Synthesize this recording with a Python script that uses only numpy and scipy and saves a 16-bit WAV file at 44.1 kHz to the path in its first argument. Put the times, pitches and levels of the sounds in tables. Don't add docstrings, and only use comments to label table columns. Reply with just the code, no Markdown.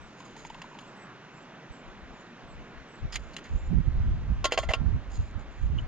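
import sys
import numpy as np
from scipy import signal
from scipy.fft import rfft, irfft, next_fast_len
from scipy.io import wavfile
from scipy.ndimage import uniform_filter1d, map_coordinates

SR = 44100
rng = np.random.default_rng(int(sys.argv[2]) if len(sys.argv) > 2 else 0)


def transcribe(signal):
    frames = np.atleast_2d(signal).T
    limited = np.clip(frames, -1, 1)
    pcm = np.round(limited * 32767).astype(np.int16)
    wavfile.write(sys.argv[1], SR, pcm)


def makeup_ratio(level_db):
    decades = np.asarray(level_db, float) / 20
    return 10 ** decades


N = 258867
TIME = np.arange(N) / SR

# time in seconds, relative roar level in dB, relative gas hiss level in dB.
HISS_LEVELS = [(0.0, -53, -68), (.6, -51.5, -68), (1.83, -51, -68.5), (5.87, -53, -69.5)]
# frequency in Hz, density in dB per Hz.
ROAR_SPECTRUM = [(71, -38), (120, -2.5), (210, -1), (350, -5.5), (400, -6.5), (436, -8.5), (484, -8),
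                 (1560, -10.5), (4000, -26), (5200, -49.5), (8800, -120)]
GAS_SPECTRUM = [(1470, -12.5), (2500, -5), (2740, -4.5), (3360, -10), (3700, -10.5), (5070, -13.5),
                (5640, -14.5), (7850, -24.5), (8300, -28.5), (10800, -79.5), (18300, -120)]
# frequency in Hz, likeness from 0 to 1.
HISS_LIKENESS = [(200, 0.957), (2000, 0.888), (4000, 0.99), (7000, 0.22)]
# frequency in Hz, left over right in dB.
PORT_COLOUR = [(200, -0.93), (1500, -1.5), (2900, 0), (4000, -1), (5200, -3.5), (6900, -13), (7900, 1.5)]

# start in seconds, length in seconds, first and last pitch in Hz, level in dB.
BIRD_NOTES = [(0, 0.095, 8160, 7600, -75.5), (.37, 0.177, 7150, 7085, -79), (0.831, 0.103, 7500, 7510, -77),
              (0.952, 0.039, 8200, 7770, -69.5), (.99, 0.059, 7900, 7720, -69),
              (1.333, 0.07, 7250, 7250, -74), (1.399, 0.0376, 7350, 7540, -74.5),
              (1.715, 0.036, 7850, 7520, -67.5), (1.745, 0.031, 7850, 7250, -67),
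              (1.774, .035, 7600, 7350, -73), (2.119, 0.11, 7160, 7000, -74),
              (2.469, 0.093, 7800, 7480, -73), (2.88, 0.091, 7820, 7597, -71.5),
              (2.971, 0.054, 7400, 7300, -73.5), (3.553, 0.133, 7060, 7100, -69.5)]

# frequency in Hz, density in dB per Hz.
SLOW_EDDIES = [(8.8, -33), (15, -2.5), (59, 1), (120, -11.5), (160, -35), (260, -120)]
FAST_EDDIES = [(65, -46.5), (110, 0), (174, -5.5), (339, -26), (420, -29), (550, -46), (920, -120)]
# peak in seconds, time to sink by GUST_SINK_DB in seconds (at zero the gust is silent),
# slow eddies on the left and on the right port in dB, fast eddies on the exposed right port in dB.
GUST_PEAKS = [(.025, 0.09, -47.5, -58.5, -67.5), (.47, 0.36, -58, -62, -65.5),
              (1.71, 0.02, -44, -42, -71.5), (1.89, 0.09, -49.5, -54, -70),
              (2.06, .14, -46.5, -53.5, -66.5), (2.46, 0.0341, -48.5, -43, -70),
              (2.57, 0.0947, -42.5, -44, -67), (2.78, 0.0645, -42.5, -60, -64.5),
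              (3.048, 0.0376, -21, -25.5, -37.5), (3.178, 0.1681, -45, -35.5, -54.5),
              (3.547, 0.0526, -26, -18.5, -33), (3.69, .08, -31.5, -31.5, -43),
              (3.734, 0.0822, -30.5, -25, -20.5), (3.78, 0.0605, -36.5, -14.5, -19.5),
              (3.881, 0.05, -33, -17.5, -26), (3.981, 0.1025, -24, -19, -31),
              (4.085, 0.12, -21.5, -21, -33), (4.195, 0.1814, -33.5, -34, -32),
              (4.315, 0.0655, -27, -19, -28.5), (4.395, 0.1367, -32, -31.5, -40),
              (4.595, 0.05, -43, -28.5, -42.5), (4.665, 0.0579, -26, -41.5, -58),
              (4.699, 0.0247, -49.5, -20.5, -32), (4.755, 0, -37, -53, -57.5),
              (4.819, 0.0937, -37.5, -23, -29), (4.885, 0.1166, -35, -18, -26),
              (4.953, 0.0551, -27.5, -22, -30), (5.103, 0.1, -39, -32.5, -54),
              (5.198, 0.0559, -25, -20, -37), (5.288, .09, -39.5, -45.5, -58.5),
              (5.373, .07, -49.5, -27, -37.5), (5.488, 0.06, -40.5, -54.5, -62),
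              (5.652, 0.0735, -28.5, -18.5, -38), (5.737, 0.14, -30, -23, -29.5),
              (5.83, 0.0762, -30, -40.5, -59)]
# time in seconds, level in dB.
BREEZE_SLOW = [(0, -75.5), (1.0, -69.5), (1.5, -73), (2.95, -68.5), (3.1, -59.5), (3.45, -62), (3.6, -37),
               (4.4, -40), (4.52, -53.5), (5.87, -50.5)]
BREEZE_FAST = [(0, -77.5), (2.95, -76), (3.5, -66.5), (5.87, -64.5)]

# start in seconds, length in seconds, first and last level in dB.
RUB_STROKES = [(.05, 0.218, -76, -68.5), (.245, .125, -62, -76), (0.361, 0.126, -60.5, -63),
               (0.492, 0.344, -73, -74), (0.798, 0.19, -74, -81.5), (3.184, .25, -67, -76),
               (3.428, 0.167, -68.5, -73), (4.59, .075, -55, -62), (5.095, 0.085, -62, -56),
               (5.164, 0.1593, -65.5, -71.5), (5.385, 0.053, -68, -71.5), (5.501, .18, -71, -73),
               (5.766, 0.061, -67.5, -72.5)]
# frequency in Hz, density in dB per Hz.
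RUB_SPECTRUM = [(1500, -39.5), (3500, 3), (5000, 1), (7200, -1), (9000, -2), (14000, -7.5)]

# start in seconds, nominal peak in dB,
# favoured mode in Hz, contact time in seconds, brightness in dB per octave.
MUG_HITS = [(.2025, -50, 2730, 0.0056, 2), (.365, -47.5, 1900, 0.0058, 1.5), (.45, -42.5, 2320, 0.0039, -1),
            (.4665, -53.5, 6340, 0.0031, 0.5), (.5, -44, 2720, 0.0062, -3.5),
            (.545, -44, 2700, 0.0063, -3.5), (.6175, -39, 2750, 0.0053, -3.5),
            (.619, -43.5, 1362, 0.0048, -0.5), (.638, -52.5, 2730, .004, -2), (.75, -49, 2720, .006, -4),
            (.7885, -42, 2800, 0.0068, -1), (3.1215, -35, 5080, 0.0176, 0.5), (3.141, -38, 5080, .011, 3),
            (3.146, -37, 4400, 0.0059, 0), (3.1555, -36.5, 6700, .003, 0.5),
            (3.1575, -27.5, 2200, 0.0066, 1.5), (3.167, -40, 2050, 0.0054, 1.5),
            (3.333, -48, 4400, 0.0144, 1.5), (3.366, -33, 3050, 0.0032, -0.5),
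            (3.378, -40, 1900, 0.0153, -1), (3.442, -41, 1900, 0.03, -2.5)]
LID_HITS = [(4.4432, -20, 1084, 0.00416, 2), (4.444, -20.5, 670, 0.0028, 1),
            (4.4535, -18.5, 646, 0.00723, 1.5), (4.454, -25, 3860, 0.005, 0), (4.508, -38, 2000, 0.0127, 1),
            (4.5215, -19.5, 501, 0.0038, .5), (4.522, -24, 2738, 0.0035, 0.5),
            (4.53, -25.5, 442, 0.0136, -0.5), (4.576, -17, 940, 0.00515, -1),
            (4.5775, -25.5, 2480, 0.004, -0.5), (4.5865, -19, 662, 0.0044, 0.5),
            (4.6285, -28.5, 661, 0.0148, -3), (4.6275, -34, 1834, 0.01205, -0.5),
            (4.686, -26, 2033, 0.0159, -2), (4.689, -28.5, 560, .005, -3), (4.702, -21, 590, 0.01945, -2.5),
            (4.7362, -19.5, 2738, .003, -1.5), (4.738, -29, 1375, .005, 0), (4.739, -30.5, 760, .01, 0)]
# frequency in Hz, relative level in dB, 60 dB decay time in seconds.
MUG_MODES = [(1362, -13.5, 0.02), (1900, -2, 0.034), (2076, -1.5, 0.027), (2320, -2.5, 0.018),
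             (2730, -3, 0.0187), (3378, -6.5, 0.044), (3860, -9, 0.04), (4400, -8, 0.022),
             (5080, -8.5, 0.021), (6340, -7.5, .02), (6750, -14, .02), (7300, -13.5, 0.02)]
LID_MODES = [(431, -7, 0.062), (491.8, -1, 0.065), (602.4, 5.5, 0.0407), (655.5, 5, 0.045),
             (760, 2, 0.0396), (1084, -5, .12), (1375, -10, 0.24), (1834, -6, .075), (2033, -5, .07),
             (2738, 3.5, 0.0325), (3050, -4, 0.036), (3236, -10.5, 0.109), (3510, -14, .14),
             (3860, -3, 0.05), (4270, -11.5, 0.11), (4640, -10, 0.09), (5000, -11, .06), (5550, -16.5, .06),
             (6294, -17, 0.07), (6620, -19, .05), (7196, -20, .06)]
# frequency in Hz, density in dB per Hz.
CRACK_SPECTRUM = [(300, -26.5), (500, 0), (1100, 1.5), (1600, -1.5), (2700, -1), (4000, -5.5), (7000, -16),
                  (14000, -20)]

# start in seconds, relative level in dB, starting pitch in Hz.
GULPS = [(0.204, -42, 960), (0.261, -48, 1003), (0.354, -47, 756), (0.366, -45, 853), (0.45, -37, 860),
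         (0.502, -37, 852), (0.55, -42, 932), (0.618, -42.5, 1002), (0.642, -41, 914), (0.713, -48, 927),
         (0.731, -45, 900), (0.751, -41, 848), (0.785, -46.5, 905), (0.83, -47, 977)]
# start in seconds, level in dB.
TINKS = [(5.7808, -42), (5.786, -31.5), (5.7935, -41)]
# frequency in Hz, lag in radians.
KIT_LAG = [(700, 0), (2000, 0.304), (4000, 1.07), (5200, 0.56), (6900, 0.034), (8000, 0.88)]
# frequency in Hz, gain in dB.
MESH_LOSS = [(7300, 0), (8500, -8.5), (11000, -13), (14000, -28), (16500, -64)]


def unit(x):
    return x / np.sqrt(np.mean(x ** 2) + 1e-20)


def along(points, hz):
    f, v = np.transpose(points)
    return np.interp(np.log(hz + 1), np.log(f + 1), v)


def curves(rows):
    s, *cols = np.transpose(rows)
    return [np.interp(TIME, s, c) for c in cols]


def wobble(rate):
    return map_coordinates(rng.standard_normal(int(N * rate / SR) + 4), [TIME * rate])


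def window(s, length, rise_s, fall_s):
    ramp = np.minimum((TIME - s) / rise_s, (s + length - TIME) / fall_s)
    return np.sin(np.pi / 2 * np.clip(ramp, 0, 1)) ** 2


def filtered(x, response):
    n = x.shape[-1]
    m = next_fast_len(n + 8192)
    return irfft(rfft(x, m) * response(np.fft.rfftfreq(m, 1 / SR)), m)[..., :n]


def noise(spectrum, channels=1):
    return unit(filtered(rng.standard_normal((channels, N)), lambda hz: makeup_ratio(along(spectrum, hz))))


def diffuse(spectrum, patchy_db):
    z = signal.stft(rng.standard_normal((2, N)), nperseg=512)[2]
    field = uniform_filter1d(rng.standard_normal(z.shape[1:]), size=8, axis=0)
    field = uniform_filter1d(field, size=14, axis=1)
    pair = signal.istft(z * makeup_ratio(patchy_db * unit(field)), nperseg=512)[1][:, :N]

    def spread(hz):
        angle = np.arccos(np.clip(along(HISS_LIKENESS, hz), -1, 1)) / 2
        return makeup_ratio(along(spectrum, hz)) * np.array([np.cos(angle), np.sin(angle)])

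    mid, side = filtered(pair, spread)
    return unit(np.array([mid + side, mid - side]))


def burner():
    roar_db, gas_db = curves(HISS_LEVELS)
    roar_gain = makeup_ratio(roar_db + 2.5 + .5 * wobble(7))
    gas_gain = makeup_ratio(gas_db + 7.0 + 0.31 * wobble(12))
    roar = roar_gain * diffuse(ROAR_SPECTRUM, patchy_db=1.1347)
    return roar + gas_gain * diffuse(GAS_SPECTRUM, patchy_db=1.05)


def bird():
    edge_s, echo_db, echo_t60_s = 0.013, -2.5, .12
    out = np.zeros(N)
    for s, length, first_hz, last_hz, db in BIRD_NOTES:
        hz = np.interp(TIME, [s, s + length], [first_hz, last_hz])
        gain = window(s, length, edge_s, edge_s) * makeup_ratio(db + 3.84 * wobble(70))
        phase = 2 * np.pi * np.cumsum(hz + 80 * wobble(120)) / SR
        out += gain * np.sqrt(2) * np.sin(phase)
    t = np.arange(SR // 5) / SR
    tail = rng.standard_normal((2, len(t))) * makeup_ratio(-60 * t / echo_t60_s)
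    echo = signal.fftconvolve(out[None], tail / np.linalg.norm(tail[0]), axes=1)[:, :N]
    return out + makeup_ratio(echo_db) * echo


GUST_SINK_DB = 21


def gusts():
    roundness, rise_over_fall, fast_over_slow = 1.392, 0.916, 0.786
    step = np.arange(0, N / SR + .01, .002)
    s, span, *peak_db = np.transpose(GUST_PEAKS)[:, :, None]
    away = np.abs(step - s) / np.where(step < s, rise_over_fall * span, span)
    levels = []
    for db, brief, floor in zip(peak_db, [1, 1, fast_over_slow], [BREEZE_SLOW, BREEZE_SLOW, BREEZE_FAST]):
        gust_db = db - GUST_SINK_DB * (away / brief) ** roundness
        breeze_db = np.interp(step, *np.transpose(floor))
        power = np.sum(makeup_ratio(2 * gust_db), axis=0) + makeup_ratio(2 * breeze_db)
        levels.append(np.interp(TIME, step, 10 * np.log10(power)))
    return levels


def steady(x, span_s):
    return x / np.sqrt(np.abs(uniform_filter1d(x ** 2, round(span_s * SR))) + 0.044)


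def wind():
    left_db, right_db, fast_db = gusts()
    slow_db = np.array([left_db, right_db])
    fast_db = np.array([-42.5 + 1.045 * (left_db + 28.0), fast_db])
    lumps = np.array([wobble(30), wobble(30)])
    slow = steady(noise(SLOW_EDDIES, channels=2), span_s=0.095)
    fast = unit(makeup_ratio(2.0 * lumps) * steady(noise(FAST_EDDIES, channels=2), span_s=0.068))
    deep = filtered(slow, lambda hz: 1 / (1 + (hz / 45) ** 4))
    lull = makeup_ratio(np.clip(-.25 * (slow_db + 30.0), -6, 6))
    slow = slow + (lull - 1) * deep
    return makeup_ratio(slow_db) * slow + makeup_ratio(fast_db) * fast


def rubbing():
    edge_s, ring_db, ring_width_hz = 0.0137, 4, 90
    level = np.zeros(N)
    for s, length, first_db, last_db in RUB_STROKES:
        stroke_db = np.interp(TIME, [s, s + length], [first_db, last_db])
        level += makeup_ratio(stroke_db) * window(s, length, edge_s, edge_s)
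    grain = makeup_ratio(2 * wobble(45) + 3 * wobble(400))

    def metal(f):
        damping = 1j * f * ring_width_hz
        modes = LID_MODES[-8:] + MUG_MODES[-2:]
        return 1 + makeup_ratio(ring_db) * sum(damping / (hz ** 2 - f ** 2 + damping) for hz, _, _ in modes)

    return level * unit(filtered(grain * noise(RUB_SPECTRUM)[0], metal))


def struck(hits, modes, crack_db, favour_db, tail_s, low_hz):
    blow_s, scrape_s = 3e-5, .011
    chatter_at_10ms_db, chatter_per_doubling_db = 1, 7.5
    out, t = np.zeros(N + SR), np.arange(SR // 5) / SR
    hz, level_db, t60 = np.transpose(modes)[:, :, None]
    push = np.exp(-t[:SR // 200] / blow_s)
    for s, db, favoured_hz, contact_s, tilt_db in hits:
        tilt = lambda f: tilt_db * np.log2(f / 1500 + .01)
        near = lambda f: np.exp(-(np.log2(f / favoured_hz + .01) / .2) ** 2)
        scatter_db = 2 * rng.standard_normal(hz.shape)
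        strength = makeup_ratio(level_db + tilt(hz) + favour_db * near(hz) + scatter_db)
        held_hz = hz * (1 + .005 * rng.standard_normal(hz.shape))
        stroke = np.sum(strength * makeup_ratio(-60 * t / t60) * np.sin(2 * np.pi * held_hz * t), axis=0)
        span = max(contact_s, .001)
        chatter_db = chatter_at_10ms_db + chatter_per_doubling_db * np.log2(100 * span)
        bounces = rng.laplace(size=len(t)) * np.exp(-(t / span) ** 4)
        force = makeup_ratio(chatter_db) * bounces / np.sqrt(2 * span * SR)
        scrape = span > scrape_s
        force *= 1 - scrape * np.exp(-t / (.06 * span))
        force[0] = 1 - scrape
        ring = signal.fftconvolve(np.convolve(force, push), stroke)[:len(t)]
        fed = np.abs(signal.fftconvolve(force ** 2, makeup_ratio(-120 * t / tail_s))[:len(t)])
        grit = rng.standard_normal(len(t)) * np.sqrt(fed)
        colour = lambda f: makeup_ratio(along(CRACK_SPECTRUM, f) + tilt(f) + favour_db / 2 * near(f))
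        crack = filtered(grit, colour)
        out[round(s * SR):][:len(t)] += makeup_ratio(db - 16) * unit(unit(ring) + makeup_ratio(crack_db) * unit(crack))
    return filtered(out[:N], lambda f: (1j * f / low_hz / (1 + 1j * f / low_hz)) ** 4)


def water():
    t60_s, onset_s = 0.0268, 0.00112
    out, t = np.zeros(N + SR), np.arange(SR // 20) / SR
    for s, db, hz in GULPS:
        tone = np.sin(2 * np.pi * hz * t * (1 + 8 * t))
        out[round(s * SR):][:len(t)] += makeup_ratio(db + 7.5 - 60 * t / t60_s) * (1 - np.exp(-t / onset_s)) * tone
    return out[:N]


def tinks():
    mode_hz, t60_s = 3003, 0.0286
    out, t = np.zeros(N + SR), np.arange(SR // 20) / SR
    for s, db in TINKS:
        hz = mode_hz * (1 + 0.0095 * rng.standard_normal())
        decay = makeup_ratio(db - 60 * t / t60_s) * (1 - np.exp(-t * mode_hz))
        out[round(s * SR):][:len(t)] += decay * np.sin(2 * np.pi * hz * t)
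    return out[:N]


def nearby(x, echo_db):
    t = np.arange(SR // 30) / SR
    tail = rng.standard_normal((2, len(t))) * makeup_ratio(-60 * t / 0.013)
    echo = signal.fftconvolve(x[None], tail / np.linalg.norm(tail[0]), axes=1)[:, :N]
    return x + makeup_ratio(echo_db) * filtered(echo, lambda f: f ** 2 / (f ** 2 + 3500 ** 2))


def ports(x, radians):
    side = np.array([[.5], [-.5]])
    return filtered(x, lambda hz: makeup_ratio(side * along(PORT_COLOUR, hz)) * np.exp(-1j * side * radians(hz)))


def scene():
    far = ports(burner(), lambda hz: 2 * np.pi * hz * 6.5e-5)
    far = far + ports(bird(), lambda hz: 2 * np.pi * hz * 2e-5)
    mug = struck(MUG_HITS, MUG_MODES, crack_db=4, favour_db=13.5, tail_s=0.0306, low_hz=787)
    lid = struck(LID_HITS, LID_MODES, crack_db=-7, favour_db=15, tail_s=.052, low_hz=300)
    handled = nearby(mug + lid + tinks() + water() + rubbing(), echo_db=0)
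    kit = ports(handled, lambda hz: along(KIT_LAG, hz))
    return kit + far + wind()


def roll_off(x):
    return signal.sosfilt(signal.butter(12, 15500, fs=SR, output="sos"), x)


def record(dry):
    padded = np.pad(dry, ((0, 0), (256, 256)), "reflect")
    heard = filtered(padded, lambda hz: makeup_ratio(along(MESH_LOSS, hz)))[:, 256:-256]
    return roll_off(heard)


dry = scene()
out = record(dry)
transcribe(out)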